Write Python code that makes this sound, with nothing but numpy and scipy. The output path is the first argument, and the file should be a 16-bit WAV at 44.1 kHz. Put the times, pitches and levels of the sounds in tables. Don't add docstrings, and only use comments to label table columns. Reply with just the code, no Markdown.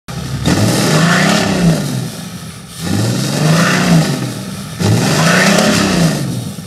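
import sys
import numpy as np
from scipy import signal
from scipy.fft import rfft, irfft, next_fast_len
from scipy.io import wavfile
from scipy.ndimage import uniform_filter1d

SR = 44100
rng = np.random.default_rng(int(sys.argv[2]) if len(sys.argv) > 2 else 0)


def unload_wav(signal):
    wavfile.write(
        sys.argv[1],
        SR,
        np.round(np.clip(np.atleast_2d(signal).T, -1, 1) * 32767).astype(np.int16),
    )


N = 293706

# start_s, target_turns_per_s, fuel_share, gas_flow (1 is about full), flow_glide_s
PEDAL = [(0.431, 50.2, 0.99, 1, 0.048), (1.1, 58.3, 1, 0.93, 0.092), (1.369, 34.8, 0.1, 0.44, 0.096),
         (1.45, 7.06, 0, 0.06, 0.063), (2.765, 43.1, 0.77, 0.67, 0.11), (3.12, 36.9, 0.57, 0.53, 0.065),
         (3.361, 47.6, 1, 0.84, 0.23), (3.75, 34.2, 0.47, 0.68, 0.079), (3.84, 7, 0.1, 0.17, 0.34),
         (4.775, 50.3, 1, 0.86, 0.05), (5.1, 57.5, 0.98, 1.05, 0.12), (5.619, 32.4, 0, 0.9, 0.061),
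         (5.799, 6.5, 0.01, 0.02, 0.44)]
# size_db, late_turns
FIRINGS = [(11.5, 0.0016), (4.5, 0.0328), (4.5, -0.0162)]
# pitch_hz, gain_db
BOOM = [(40, -49), (60, -22), (72, -26.5), (85, -35), (97, -12.5), (115, -9.5), (135, -12.5), (150, -3),
        (172, 2.5), (185, -1.5), (200, 6), (218, -6.5), (240, 0), (270, -8.5), (305, -5), (340, -16),
        (380, -1), (403, -10.5), (425, -10.5), (460, -8), (510, -7), (555, -5), (597, -1), (640, -3),
        (690, -0.5), (760, -3), (810, -5), (900, -9), (1000, -16)]


def exhaust(speed, turns, fuel, gas_db):
    throb_db, bark_db, rasp_db, hiss_db, fizz_db = gas_db
    load = np.clip((bark_db + 37.5) / 13, 0, 1)
    lope = (1 - load) * np.cos(2 * np.pi * turns)
    pulses = steady(firings(turns, scatter_db=-1.0, jitter_turns=0.0017, rebound_db=-9.5))
    rough = steady(puffs(pulses, decay_s=0.0085, depth=0.17, flutter_db=5.0))
    return (amp(throb_db - 1.5 + 2.5 * lope) * throb(turns, rough, load)
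            + amp(bark_db - 1.43) * growl(speed, turns, fuel, bark(pulses, rough, load))
            + amp(rasp_db - 1.5 + 0.38 * lope) * (rasp(pulses, load) + howl(speed, turns, fuel))
            + hiss(pulses, load, hiss_db, fizz_db))


def firings(turns, scatter_db, jitter_turns, rebound_db):
    count = len(FIRINGS)
    k = np.arange(int(turns[-1] * count))
    size_db, late = np.array(FIRINGS)[k % count].T
    chance = rng.standard_normal((len(k), 2))
    angle = k / count + late + jitter_turns * chance[:, 0]
    size = amp(size_db + scatter_db * chance[:, 1])
    train = lambda at: np.bincount(np.interp(at, turns, np.arange(N)).astype(int), size, N)
    return train(angle) + amp(rebound_db) * train(angle + .5 / count)


def puffs(pulses, decay_s, depth, flutter_db):
    gate = steady(signal.lfilter([1], [1, -np.exp(-1 / (decay_s * SR))], pulses))
    share = np.clip(depth, 0, 1)
    return (1 - share + share * gate) * amp(flutter_db * wobble(380)) * rng.standard_normal(N)


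def throb(turns, rough, load):
    # pitch_hz, width_hz, level_db
    pipe = [(106, 50, -6), (132, 6.1, 0), (163, 11, 0.5), (198.4, 7.8, -2), (252.4, 29, -3.5),
            (269.5, 12.6, -9), (293.7, 19.5, -5)]
    loose = firings(turns, scatter_db=6.0, jitter_turns=0.021, rebound_db=-30)
    tight = steady(firings(turns, scatter_db=-4.0, jitter_turns=0.0088, rebound_db=-51.0))
    burble = ring(loose, pipe, low_hz=104.3, high_hz=229.4)
    thrum = ring(tight + 0.62 * rough, pipe, low_hz=142.4, high_hz=348)
    return blend(burble, thrum, load)


def bark(pulses, rough, load):
    # pitch_hz, width_hz, level_db
    tailpipe = [(375.5, 13, 1), (412.7, 23, -0.5), (488, 55, -4.5), (534.4, 20, 0.5), (577, 77, -4.5),
                (659, 63, -2), (712, 44, -3.5), (805, 86, -1.5), (834, 51, -0.5), (896, 41, -9),
                (990, 49, -18.5)]
    drive = pulses * (0.43 + 0.53 * load) + 0.87 * rough
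    return steady(ring(drive, tailpipe, low_hz=289, high_hz=956))


def growl(speed, turns, fuel, ragged):
    # order, fuelled_db, unfuelled_db
    upper_orders = [(13, -3, -4), (14, -7, 3), (15, 3.5, -1), (16, 1, -6), (17, 2.5, 4.5), (18, 5.5, 0),
                    (19, -3, -4), (20, -2, -1), (21, 1.5, -5), (22, -2, -4), (23, 1.5, 1), (24, -1, -6),
                    (25, -4, -6), (26, -5, -9), (27, -3, -9)]
    # turns_per_s, fuelled_share, unfuelled_share
    pitched_share = [(17, .2, 0), (21, .35, .1), (27, .68, .52), (32, .86, .72)]
    tones = np.zeros(N)
    for order, pull_db, coast_db in upper_orders:
        db = fuel * pull_db + (1 - fuel) * coast_db + along(BOOM, order * speed) + 1.5 * wobble(12)
        tones += amp(db) * np.cos(2 * np.pi * (order * turns + rng.random()) + 0.15 * wobble(25))
    pulling, coasting = lookup(pitched_share, speed)
    share = np.clip(fuel * pulling + (1 - fuel) * coasting, 0, 1)
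    return np.sqrt(1 - share) * ragged + np.sqrt(share) * steady(tones, size=8000)


def drone(speed, turns, fuel, surge_db):
    # pitch_hz, fuelled_db, unfuelled_db
    lead_levels = [(80, -37, -49), (96, -18.5, -35), (107.6, -11, -40.5), (121.3, -17.5, -28.5),
                   (127.6, -25.5, -19), (137, -22.5, -22), (152.5, -13.5, -17), (165, -12.5, -11),
                   (189, -20, -20.5), (198, -12, -15), (212, -17.5, -21.5)]
    # order, fuelled_db, unfuelled_db
    weak_orders = [(2, -28, -8.5), (3, -28, -14.5), (4, -20.5, -22), (5, -19.5, -25), (7, -26.5, -27),
                   (8, -32.5, -22), (9, -23, -24.5), (10, -35, -28), (11, -27, -22.5), (12, -21.5, -25.5)]
    # turns_per_s, gain_db
    collapse = [(18.5, -17), (22, -9), (25, -4), (28, -1)]

    def tone(order, pull_db, coast_db, drift):
        db = fuel * pull_db + (1 - fuel) * (coast_db + 1.6 * wobble(24)) + 1.7 * wobble(25)
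        return np.sqrt(2) * amp(db) * np.cos(2 * np.pi * order * turns + drift + 0.055 * wobble(30))

    lead = 2 * len(FIRINGS)
    out = amp(surge_db) * tone(lead, *lookup(lead_levels, lead * speed), drift=0)
    slack_db, = lookup(collapse, speed)
    for order, pull_db, coast_db in weak_orders:
        drift = np.pi * wobble(2)
        out += amp(along(BOOM, order * speed)) * tone(order, pull_db, coast_db + slack_db, drift)
    return out


def rasp(pulses, load):
    # freq_hz, gain_db
    light_rasp = [(700, -23), (860, -13), (1020, -18), (1150, -2.5), (1290, 3), (1420, -2.5), (1630, -7.5),
                  (1780, 2), (1950, -11.5), (2080, -5.5), (2250, -6), (2450, -4), (2750, -14), (2950, -42),
                  (3400, -35)]
    loaded_rasp = [(850, 0.5), (1000, -8), (1130, -0.5), (1280, 3), (1480, 1.5), (1640, -6.5), (1760, 5.5),
                   (2050, -2), (2250, -7.5), (2480, -2.5), (2750, -1), (2980, -8.5), (3500, -5)]
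    tearing = puffs(pulses, decay_s=0.012, depth=0.11 + 0.45 * load, flutter_db=2)
    return blend(coloured(tearing, light_rasp), coloured(tearing, loaded_rasp), load)


def howl(speed, turns, fuel):
    # turns_per_s, pitch_hz, level_db
    climb = [(24.52, 900, -17), (25.8, 1020, 0), (26.89, 1200, -1.5), (28.86, 1400, 1.5),
             (30.08, 1490, 2.5), (31.15, 1780, 3.5), (32.47, 2050, -1), (33.51, 2500, -3.5),
             (34.96, 2900, -6)]
    # freq_hz, gain_db
    pipe_colour = [(700, -20), (1000, -1.5), (1250, -1.5), (1500, 3), (1640, -8), (1770, 1.5), (2080, 0),
                   (2300, -9), (2550, -3), (2900, -2), (3400, -12)]
    beat = 1 + 0.26 * np.cos(2 * np.pi * len(FIRINGS) * turns)
    hz, db = lookup(climb, speed)
    core = steady(narrow_noise(hz, width_hz=230), size=900)
    skirt = narrow_noise(1.05 * hz, width_hz=850)
    whoop = amp(-4.5) * core + amp(-2.5) * skirt
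    return coloured(fuel ** 2 * amp(db + wobble(60)) * whoop * beat, pipe_colour)


def hiss(pulses, load, hiss_db, fizz_db):
    # freq_hz, gain_db
    light_hiss = [(2700, -2), (3130, 0.5), (3350, 0), (3580, 3), (3760, 6), (4000, -7), (4200, 3),
                  (4700, -1.5), (5100, 0), (5850, 2.5), (6450, -10), (7400, -15.5), (8800, -27)]
    loaded_hiss = [(2600, -62), (3100, 4), (3400, -6), (3800, 6.5), (4250, 3), (4750, 6.5), (5400, 4.5),
                   (5900, 3), (6500, 0.5), (7500, -2), (9000, -16)]
    light_fizz = [(6200, -14), (7400, -5.5), (8800, 0), (11000, -3), (12300, -6), (13000, -8), (15700, -21)]
    loaded_fizz = [(6200, -18), (7500, -6.5), (9000, 2), (10500, -1), (12200, -3), (12900, -15),
                   (14500, -11), (15700, -38)]
    jet = puffs(pulses, decay_s=0.015, depth=0.051 + 0.33 * load, flutter_db=1.0)
    body = blend(coloured(jet, light_hiss), coloured(jet, loaded_hiss), load)
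    fizz = blend(coloured(jet, light_fizz), coloured(jet, loaded_fizz), load)
    return amp(hiss_db - 0.42) * body + amp(fizz_db - 0.6) * fizz


def idle(turns):
    # order, level_db
    idle_orders = [(6, -31.5), (9, -29.5), (10, -57), (11, -25.5), (12, -31), (17, -34)]
    # time_s, gain_db
    settling = [(.08, -17), (.16, -4), (.43, 2.5), (.52, 5), (.6, -83)]
    tones = sum(amp(db + 1.1 * wobble(9.5)) * np.cos(2 * np.pi * order * turns + 0.19 * wobble(7))
                for order, db in idle_orders)
    return np.sqrt(2) * amp(curves(settling)[0]) * tones


def spits():
    # start_s, level_db, thump_gain_db
    hits = [(0.4569, -16, 6), (.482, -12, 8), (1.2935, -2, -21), (1.698, -15, 11), (5.5862, 2.5, -4)]
    out, t = np.zeros(N + SR), np.arange(SR // 20) / SR
    for s, db, thump_db in hits:
        crack = amp(-4.5 - 60 * t / 0.04) * rng.standard_normal(len(t))
        thump = amp(thump_db + 4.5 - 60 * t / 0.0091) * np.sin(2 * np.pi * 480 * t)
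        out[round(s * SR):][:len(t)] += amp(db) * (crack + thump)
    return coloured(out[:N], [(100, -3), (2000, 2.5), (5000, 0.5), (10000, -4.5), (15500, -34)])


def chirps():
    # start_s, pitch_hz, level_db, t60_s
    pings = [(.456, 3700, -9, 0.04), (.478, 5400, -18, 0.04)]
    out, t = np.zeros(N), np.arange(SR // 10) / SR
    attack = 1 - np.exp(-t / 0.0015)
    for s, hz, db, t60 in pings:
        out[round(s * SR):][:len(t)] += amp(db - 60 * t / t60) * attack * np.sin(2 * np.pi * hz * t)
    return out


def turbo():
    # time_s, pitch_hz, level_db
    coasts = [
        [(2.25, 11800, -61), (2.42, 10800, -46), (2.55, 9950, -43), (2.63, 9400, -50), (2.72, 9030, -42),
         (2.78, 9090, -38), (2.92, 9700, -50)],
        [(4.4, 11600, -58), (4.56, 10700, -44.5), (4.68, 10050, -44.5), (4.77, 9750, -51), (4.85, 10030, -56)],
    ]
    out, t = np.zeros(N), np.arange(N) / SR
    for rows in coasts:
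        hz, db = curves(rows)
        sounding = (t > rows[0][0]) & (t < rows[-1][0])
        out += sounding * amp(db + 1.5 * wobble(30)) * narrow_noise(hz, width_hz=750)
    return out


def buffet(level_db):
    rumble = coloured(rng.standard_normal(N), [(10, -8), (28, -25), (45, -1), (110, 3)])
    return amp(level_db + 10 + 2.0 * wobble(7)) * steady(rumble, size=8000)


def walls(x):
    # freq_hz, t60_s
    decay = [(150, 0.48), (1500, 0.14), (10000, 0.042)]
    size = SR // 4
    count = N // size + 1
    blocks = np.pad(x, (0, count * size - N)).reshape(count, size)
    hz, t, noise = signal.stft(rng.standard_normal((count, size)), SR, nperseg=256)
    tails = signal.istft(noise * amp(-60 * t / along(decay, hz)[:, None]), SR, nperseg=256)[1][:, :size]
    echoes = signal.fftconvolve(blocks, tails / np.linalg.norm(tails, axis=1, keepdims=True), axes=1)
    at = np.arange(count)[:, None] * size + np.arange(echoes.shape[1])
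    return np.bincount(at.ravel(), echoes.ravel())[:N]


def crankshaft(idle_hz=11.8, spin_up_s=1.15, spin_down_s=.785):
    speed = np.full(N, idle_hz)
    for s, target, *_ in PEDAL:
        i = round(s * SR)
        lag_s = spin_up_s if target > idle_hz else spin_down_s
        speed[i:] = np.maximum(target + (speed[i] - target) * fade(s, lag_s)[i:], idle_hz)
    return speed


def pedal(fuel_lag_s=0.071):
    times, _, fuels, flows, lags = np.transpose(PEDAL)
    fuel = np.clip(glide(times, fuels, np.full(len(times), fuel_lag_s)), 0, 1)
    return fuel, glide(times, flows, lags), ramp(times[0], fuel_lag_s)


def levels(speed, flow, revved):
    # turns_per_s, throb_db, bark_db, rasp_db, hiss_db, fizz_db, buffet_db
    pulling = [(14, -13, -19, -22, -24, -32, -50), (19.4, -19.5, -18.5, -26, -25.5, -32, -46),
               (23.9, -18.5, -17, -20.5, -22.5, -31, -61), (27.5, -25.5, -18, -19.5, -22, -31.5, -51),
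               (29.5, -28, -18.5, -16.5, -22.5, -32, -53), (38.3, -21, -18.5, -18, -20, -31.5, -53)]
    coasting = [(12.6, -38, -45.5, -38, -36, -38.5, -59), (14, -32.5, -43, -38, -38.5, -41.5, -56),
                (19.65, -23, -35.5, -38, -35, -38, -73), (24.5, -25, -25.5, -30.5, -31, -36, -61),
                (27.5, -27, -20.5, -27, -29.5, -35, -38), (35, -19, -21.5, -20.5, -28, -40.5, -54)]
    at_idle = [-27.5, -34, -34.5, -34, -42, -56]
    # centre_s, half_width_s, bark_db, rasp_db, hiss_db, fizz_db
    gas_swells = [(.09, .035, 0, 4.5, -0.5, 2), (.52, 0.027, 0.5, 2, 2, 1), (.745, 0.086, 1, 1, 2.5, 6.5),
                  (1.07, 0.039, -2.5, -1.5, -4.5, -4.5), (1.375, 0.019, -1, 1, 4.5, 4),
                  (1.455, 0.017, 1, -5, -2, -3), (1.87, 0.049, -4.5, -1.5, 1, 1.5),
                  (2.64, 0.077, -1, -4.5, -5.5, -8), (2.78, 0.064, -0.5, -2, 3, 4.5),
                  (3.22, 0.12, -4.5, -1.5, 3, 1.5), (3.72, 0.11, -2.5, 1, 2, 0.5),
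                  (4.06, 0.038, -1.5, 2, 2, 1), (4.22, 0.099, 0.5, 3, -0.5, -1),
                  (4.86, 0.029, 3.5, 2, 2, -0.5), (5.08, 0.072, 0.5, 3, 2, 1.5),
                  (5.47, 0.0088, 3, 4.5, 6.5, 3), (5.76, 0.029, -4, 2, 3.5, 6),
                  (5.95, 0.13, 0.5, -1, 1, 0.5), (6.07, 0.04, -1, 1.5, 1.5, 2),
                  (6.25, 0.058, -3, -0.5, -2, -1), (6.48, 0.23, 0.5, -3.5, -2, 0.5)]
    light = revved * lookup(coasting, speed) + np.outer(at_idle, 1 - revved)
    mix_db = light + flow * (lookup(pulling, speed) - light)
    flicker_db = np.outer([0.4, 0.44, 0.95, 1.2], wobble(22))
    mix_db[1:5] += swells(gas_swells) + flicker_db
    return mix_db


def amp(db):
    return 10 ** (np.asarray(db) / 20)


def steady(x, size=4400):
    return x / np.sqrt(np.abs(uniform_filter1d(uniform_filter1d(x ** 2, size), size)) + 1e-12)


def blend(light, loaded, load):
    return steady((1 - load) * steady(light) + load * steady(loaded))


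def wobble(rate):
    count = 8
    knots = signal.resample_poly(rng.standard_normal(int(N * rate / SR) + 4), count, 1)
    return np.interp(np.arange(N) * (count * rate / SR), np.arange(len(knots)), knots)


def narrow_noise(hz, width_hz):
    phase = 2 * np.pi * np.cumsum(hz) / SR
    band = wobble(width_hz) * np.cos(phase) + wobble(width_hz) * np.sin(phase)
    return band / np.sqrt(np.mean(band ** 2) + 1e-20)


def filtered(x, response):
    m = next_fast_len(N + SR // 2)
    return irfft(rfft(x, m) * response(np.fft.rfftfreq(m, 1 / SR)), m)[:N]


def coloured(x, eq):
    return filtered(x, lambda f: amp(along(eq, f)) * (f > eq[0][0]) * (f < eq[-1][0]))


def ring(x, modes, low_hz, high_hz):
    body = filtered(x, lambda f: sum(
        (-1) ** k * amp(db) * 1j * f * width / (hz * hz - f * f + 1j * f * width)
        for k, (hz, width, db) in enumerate(modes)))
    return signal.sosfilt(signal.butter(3, [low_hz, high_hz], 'band', fs=SR, output='sos'), body)


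def along(points, hz):
    f, v = np.transpose(points)
    return np.interp(np.log(hz + 1), np.log(f), v)


def lookup(rows, at):
    key, *cols = np.transpose(rows)
    return np.array([np.interp(at, key, c) for c in cols])


def curves(rows):
    return lookup(rows, np.arange(N) / SR)


def swells(rows):
    t = np.arange(N) / SR
    return sum(np.outer(db, np.exp(-((t - s) / width) ** 2)) for s, width, *db in rows)


def ramp(start_s, length_s):
    return np.clip((np.arange(N) / SR - start_s) / length_s, 0, 1)


def fade(start_s, decay_s):
    return np.exp(-np.maximum(np.arange(N) / SR - start_s, 0) / decay_s)


def glide(times, values, lengths):
    steps = np.diff(values, prepend=0)
    return sum(step * ramp(s, length) for s, step, length in zip(times, steps, lengths))


def scene():
    # centre_s, half_width_s, lead_tone_db, throb_db
    surges = [(.82, 0.043, -5, 1.5), (1.46, 0.042, -14, 1), (2.17, 0.12, -4, -4.5),
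              (3.05, 0.073, 4.5, -1.5), (3.46, 0.053, 4.5, 2.5), (3.62, 0.097, -2.5, 4),
              (3.95, 0.092, 3.5, 7), (4.87, 0.072, 0, 0.5), (5.7, 0.061, 5, 5.5), (5.95, .1, -0.5, 5),
              (6.29, 0.081, -3, 2.5)]
    speed = crankshaft()
    turns = np.cumsum(speed) / SR
    fuel, flow, revved = pedal()
    throb_db, *gas_db, buffet_db = levels(speed, flow, revved)
    lead_surge_db, throb_surge_db = swells(surges)
    gas = exhaust(speed, turns, fuel, [throb_db + throb_surge_db, *gas_db]) + spits() + chirps()
    tones = drone(speed, turns, fuel, lead_surge_db) + idle(turns)
    return (tones + gas + amp(-11) * walls(gas) + buffet(buffet_db) + turbo())[None]


def record(dry):
    open_s, ceiling, top_hz = .083, .95, 15750
    x = dry[0] * (np.arange(N) / SR > open_s)
    x = x / (1 + np.abs(x / ceiling) ** 6) ** (1 / 6)
    return filtered(x, lambda hz: hz < top_hz)[None]


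dry = scene()
out = record(dry)
unload_wav(out)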